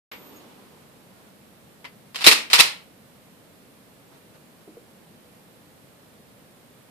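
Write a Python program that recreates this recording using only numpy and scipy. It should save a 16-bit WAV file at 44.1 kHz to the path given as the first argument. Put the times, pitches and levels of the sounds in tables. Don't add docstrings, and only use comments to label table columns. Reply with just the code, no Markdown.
import sys
import numpy as np
from scipy import signal
from scipy.fft import rfft, irfft, next_fast_len
from scipy.io import wavfile
from scipy.ndimage import uniform_filter1d

SR = 44100
rng = np.random.default_rng(int(sys.argv[2]) if len(sys.argv) > 2 else 0)


def bounce(signal):
    frames = np.transpose(np.atleast_2d(signal))
    limited = np.clip(frames, -1, 1)
    pcm = np.round(limited * 32767).astype(np.int16)
    wavfile.write(sys.argv[1], SR, pcm)


N = 304290
TIME = np.arange(N) / SR

# frequency in Hz, level in dB.
VENT_TONE = [(20, -24.5), (43, -19.5), (108, -4.5), (150, -2), (210, 0), (380, -8.5), (480, -5.5),
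             (830, -12.5), (1500, -16), (4000, -21), (6200, -26.5), (8500, -23.5), (13400, -23),
             (14500, -24), (14900, -50)]
# frequency in Hz, likeness from 0 to 1.
EAR_LIKENESS = [(30, 0.27), (90, .68), (260, .67), (550, .5), (850, 0.201), (1600, 0), (15000, 0)]
# frequency in Hz, left minus right in dB.
EAR_BALANCE = [(80, 3), (300, -1.2), (1800, -1.5), (4500, -3.5), (14000, -2.5)]
# frequency in Hz, level in dB.
WHIRR_TONE = [(60, -25.5), (150, -11.5), (240, 0.5), (420, -3), (650, -8.5), (1000, -6.5), (1600, -16.5),
              (3000, -15.5), (6000, -25), (14000, -32.5)]
# middle in seconds, level in dB, half-width in seconds.
BRUSHES = [(1.196, -60, 0.054), (1.277, -60, 0.015), (4.15, -55.5, 0.031), (4.355, -54, .012),
           (4.62, -60, .02), (5.38, -61, .05)]
# frequency in Hz, fade time in seconds.
RANGE_FADE = [(80, 0.13), (170, .5), (500, 0.41), (1200, .33), (2600, .34), (4000, .3), (5300, .28),
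              (9000, 0.27), (15000, .24)]
# start in seconds, level in dB, pitch in Hz, fade time in seconds.
SOFT_KNOCKS = [(0.345, -46.5, 400, 0.099), (4.6764, -35.5, 408, .04), (4.689, -41, 317, .09),
               (4.769, -36.5, 462, 0.079)]
# start in seconds, level in dB, chatter decay in milliseconds.
HAND_CLICKS = [(0.116, -11, 18), (0.133, -12.5, 33), (1.844, -15.5, 6.3), (1.850, -9.5, 19)]
# frequency in Hz, level in dB.
HAND_CLICK_TONE = [(100, -25.5), (500, -5.5), (1100, -3.5), (1550, -4.5), (2150, 2), (2700, -1.5),
                   (3500, -5.5), (5000, -12.5), (6500, -21.5), (10000, -23.5), (15000, -36.5)]
# pitch in Hz, level in dB, fade time in seconds.
SMALL_PART_NOTES = [(969, -15, 0.11), (2050, -9, .15)]
# frequency in Hz, level in dB.
STOCK_TONE = [(25, -50), (45, -27), (75, -13), (130, -22), (220, -12.5), (310, -2), (450, 0.5),
              (700, -10.5), (1500, -29), (4000, -59.5)]
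# start in seconds, thump level in dB, thump decay in seconds, push pitch in Hz, push level in dB.
SHOVES = [(2.265, -7.5, .012, 66, -28.5), (2.591, -22, .011, 160, -28)]
# start in seconds, end in seconds, final friction level in dB, its growth in dB per second.
SLIDE_STROKES = [(2.158, 2.263, -27.5, 155), (2.503, 2.592, -27, 44)]
# pitch in Hz, level in dB, fade time in seconds.
BARREL_NOTES = [(946, -8, .17), (1280, -4.5, 0.1993), (1888, -2, 0.27), (2096, -2.5, .22), (2340, -3, 0.25),
                (2448, -2, 0.2), (2520, -1, 0.23), (2696, -1, 0.16), (2755, -1, 0.26), (3100, -4, .24),
                (3560, -3, .19), (3947, -2, .16), (4100, 1.5, .17), (4130, 0, .2), (4210, -3.5, 0.26),
                (4336, -4, 0.21), (4480, -1, .19), (4770, -3, .2), (4956, -5, .18), (8155, -6, .2)]
# frequency in Hz, level in dB.
CONTACT_TONE = [(60, -44.5), (200, -27), (400, -15), (600, -12.5), (900, -7.5), (1300, -4), (1550, -6.5),
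                (2000, -1.5), (2650, 1), (3200, -1.5), (4000, 0.5), (5100, -1.5), (6200, -9), (9000, -8),
                (14200, -15.5), (15200, -28.5)]
# start in seconds, level in dB, chatter decay in milliseconds, pitch of the struck part in Hz.
BOLT_BLOWS = [(2.146, -33.5, 5.5, 1076), (2.158, -26, 5.2, 3170), (2.189, -36.5, 6, 2870),
              (2.209, -30, 4, 2550), (2.218, -28.5, 4.5, 3850), (2.2428, -13.5, 8, 3630),
              (2.258, -17.5, 5.6, 1270), (2.265, -3, 5, 3863), (2.271, -0.5, 8, 3987),
              (2.284, -7, 2.1, 2380), (2.313, -10, 8, 2600), (2.326, -14, .7, 2686), (2.501, -29, 6, 2600),
              (2.5318, -7, 5, 4085), (2.542, -10.5, 7, 2675), (2.557, -16, 3, 5030),
              (2.583, -17, 6.6, 1880), (2.591, -12, 6, 3470), (2.598, -6, 7.2, 2594),
              (2.604, -6.5, 3.1, 3870)]
# frequency in Hz, lean to the left in dB.
GUN_BALANCE = [(150, 0), (480, 1.5), (750, -2.5), (1400, 3), (3200, 1.5), (4000, 0), (4700, -7),
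               (7000, -7.5), (10000, -1.5), (13000, 1.5)]


def amp(db):
    return 10 ** (np.asarray(db) / 20)


def unit(x):
    return x / np.sqrt(np.sum(x ** 2, -1, keepdims=True) + 1e-20)


def read(table, hz):
    row_hz, value = np.transpose(table)
    return np.interp(np.log(hz + 1), np.log(row_hz + 1), value)


def add(mix, start, sound):
    part = mix[..., max(round(start * SR), 0):][..., :sound.shape[-1]]
    part += sound[..., :part.shape[-1]]


def since(start):
    return np.maximum(TIME - start, 0)


def onset(start, rise_s):
    return 1 - np.exp(-since(start) / rise_s)


def wander(size):
    x = uniform_filter1d(rng.standard_normal(N), size=size)
    return x / x.std()


def colour(x, tone, tilt=0, share=1, size=4096):
    hz = np.fft.rfftfreq(size, 1 / SR)
    db = share * read(tone, hz) + tilt * np.log2(np.maximum(hz, 700) / 3000)
    cepstrum = irfft(np.log(amp(db)))
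    cepstrum[1:size // 2] *= 2
    cepstrum[size // 2 + 1:] = 0
    return signal.oaconvolve(x, irfft(np.exp(rfft(cepstrum))))[:len(x)]


def noise(tone):
    size = next_fast_len(N, True)
    hz = np.fft.rfftfreq(size, 1 / SR)
    left, other = rfft(rng.standard_normal((2, size)))
    likeness = read(EAR_LIKENESS, hz)
    right = likeness * left + np.sqrt(1 - likeness ** 2) * other
    db = read(tone, hz) + np.outer([.5, -.5], read(EAR_BALANCE, hz))
    x = irfft(np.array([left, right]) * amp(db), size)[:, :N]
    return x / x.std()


def spray(shape, passes=3):
    x = rng.standard_normal(len(shape)) * shape
    for _ in range(passes):
        x = irfft(np.exp(1j * np.angle(rfft(x))), len(shape))
        loudness = np.sqrt(abs(uniform_filter1d(x ** 2, size=64)) + 1e-18)
        x = x * shape / loudness
    return unit(x)


def burst(decay_s, size=4096):
    return spray(np.exp(-np.arange(size) / SR / decay_s))


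def ring(t, hz, fade_s):
    return np.sin(2 * np.pi * (hz * t + rng.random())) * amp(-60 * t / fade_s)


def ventilation(level_db=-52.5):
    return amp(level_db) * noise(VENT_TONE)


def drive(off_s=0.372, whine_hz=13334, waver=.0015, flutter_db=3.0, squeak_s=0.359):
    whirr = amp(-49.5 - 19 * since(off_s))
    whine = amp(-58.5 - 350 * since(off_s) + flutter_db * wander(size=400))
    squeak = amp(-54) * onset(squeak_s, rise_s=.003) * np.exp(-since(squeak_s) / .022)
    octave_below = amp(-19) * whine + squeak
    phase = 2 * np.pi * np.cumsum(whine_hz * (1 + waver * wander(size=500))) / SR
    tones = whine * np.sin(phase) + octave_below * np.sin(phase / 2)
    return whirr * noise(WHIRR_TONE) + np.sqrt(2) * tones


def rustles():
    swell = sum(amp(db) * np.exp(-.5 * ((TIME - middle) / width) ** 2) for middle, db, width in BRUSHES)
    return swell * noise(tone=[(100, -17), (400, 2), (1200, -2), (2500, -10), (6000, -16.5), (14000, -24)])


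def echoes(booth_db=-1, booth_fade_s=.08, range_db=-6.6, build_s=0.018, wall_s=.006, size=18000):
    t = np.arange(size) / SR
    nearest_wall = 1.5 * np.exp(-((t - wall_s) / 0.00068) ** 2)
    booth = spray((t > wall_s / 2) * amp(-60 * t / booth_fade_s) + nearest_wall)
    longest = max(fade_s for _, fade_s in RANGE_FADE)
    even_tail = spray(amp(-60 * t / longest) * (1 - np.exp(-t / build_s)))
    hz, age, bands = signal.stft(even_tail, SR, nperseg=256)
    extra_fade = amp(-60 * age * (1 / read(RANGE_FADE, hz)[:, None] - 1 / longest))
    tail = unit(signal.istft(bands * extra_fade, SR, nperseg=256)[1][:size])
    return amp(booth_db) * booth + amp(range_db) * tail


def room(x, echo_db=0, turn_s=.08, count=3):
    turns = [np.maximum(np.cos(2 * np.pi * (TIME / turn_s + k / count)), 0) for k in range(count)]
    total = np.sqrt(sum(turn ** 2 for turn in turns))
    return x + amp(echo_db) * sum(signal.oaconvolve(x * turn / total, echoes())[:N] for turn in turns)


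def knocks(rise_s=0.001, scuff_db=-7):
    out = np.zeros(N)
    for start, db, hz, fade_s in SOFT_KNOCKS:
        scuff = colour(burst(fade_s / np.log(1000)), STOCK_TONE)
        t = np.arange(len(scuff)) / SR
        knock = ring(t, hz, fade_s) + amp(scuff_db) * scuff / abs(scuff).max()
        add(out, start, amp(db) * knock * (1 - np.exp(-t / rise_s)))
    return out


def handling(rattle_db=-4, rattle_s=0.02, size=6000):
    out, t = np.zeros((2, N)), np.arange(size) / SR
    for start, db, chatter_ms in HAND_CLICKS:
        for side in out:
            click = burst(chatter_ms / 1000) + amp(rattle_db) * burst(rattle_s)
            add(side, start, amp(db) * unit(colour(click, HAND_CLICK_TONE)))
            for hz, note_db, fade_s in SMALL_PART_NOTES:
                add(side, start, amp(db + note_db) * unit(ring(t, hz, fade_s)))
    return out


def stock_thumps(thump_db=-25.5, thump_s=0.0078, push_fade_s=.09, size=6000):
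    out, t = np.zeros(N), np.arange(size) / SR
    for start, db, *_ in BOLT_BLOWS:
        add(out, start, amp(db + thump_db) * unit(colour(burst(thump_s), STOCK_TONE)))
    for start, db, decay_s, push_hz, push_db in SHOVES:
        add(out, start, amp(db) * unit(colour(burst(decay_s), STOCK_TONE)))
        push = np.sin(2 * np.pi * push_hz * t) * amp(-60 * t / push_fade_s)
        add(out, start, amp(push_db) * unit(push))
    return out


def slide_scrape(slips_per_s=800, spread_db=6, grip_s=.003, halt_s=0.0098):
    out, friction = np.zeros((2, N)), np.zeros(N)
    for start, end, db, growth in SLIDE_STROKES:
        swell = amp(db - growth * np.maximum(end - TIME, 0))
        friction += swell * onset(start, grip_s) * np.exp(-since(end) / halt_s)
    for side in out:
        slips = (rng.random(N) < slips_per_s / SR) * rng.choice([-1, 1], N)
        sizes = amp(spread_db * rng.standard_normal(N))
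        scrape = colour(slips * sizes, CONTACT_TONE, tilt=-2.2)
        side += scrape / scrape.std() * friction
    return out


def steel_ringing(barrel_db=-10.0, part_db=-5.8, part_fade_s=0.049, size=12000):
    out, t = np.zeros((2, N)), np.arange(size) / SR
    hz, note_db, fade_s = np.transpose(BARREL_NOTES)
    notes = np.exp(2j * np.pi * np.outer(hz, t)) * amp(note_db[:, None] - 60 * t / fade_s[:, None])
    for start, db, _, part_hz in BOLT_BLOWS:
        phases = np.exp(2j * np.pi * rng.random((2, len(hz))))
        barrel = unit((phases @ notes).real)
        part = unit(np.array([ring(t, part_hz, part_fade_s) for side in out]))
        add(out, start, amp(db) * (amp(barrel_db) * barrel + amp(part_db) * part))
    return out


def steel_blows(full_force_tilt=-0.1, tilt_per_db=0.0728):
    out = np.zeros((2, N))
    for start, db, chatter_ms, _ in BOLT_BLOWS:
        for side in out:
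            chatter = colour(burst(chatter_ms / 1000), CONTACT_TONE, full_force_tilt + tilt_per_db * db)
            add(side, start, amp(db) * unit(chatter))
    return out


def scene(blows_db=22, ring_db=25.0, stock_db=18):
    action = amp(blows_db) * steel_blows() + slide_scrape()
    echoing = np.array([room(side) for side in action])
    left, right = echoing + amp(ring_db) * steel_ringing() + handling()
    shotgun = np.array([colour(left, GUN_BALANCE, share=.5), colour(right, GUN_BALANCE, share=-0.42)])
    thuds = room(amp(stock_db) * stock_thumps() + knocks(), echo_db=-9.0)
    return shotgun + thuds + ventilation() + drive() + rustles()


def record(dry, start_s=0.1145, ceiling=1.0, top_hz=14950):
    clipped = np.clip(dry * (TIME > start_s), -ceiling, ceiling)
    low_pass = signal.firwin(511, top_hz, window=("kaiser", 9), fs=SR)
    return signal.oaconvolve(clipped, low_pass[None], "same", axes=1)


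dry = scene()
out = record(dry)
bounce(out)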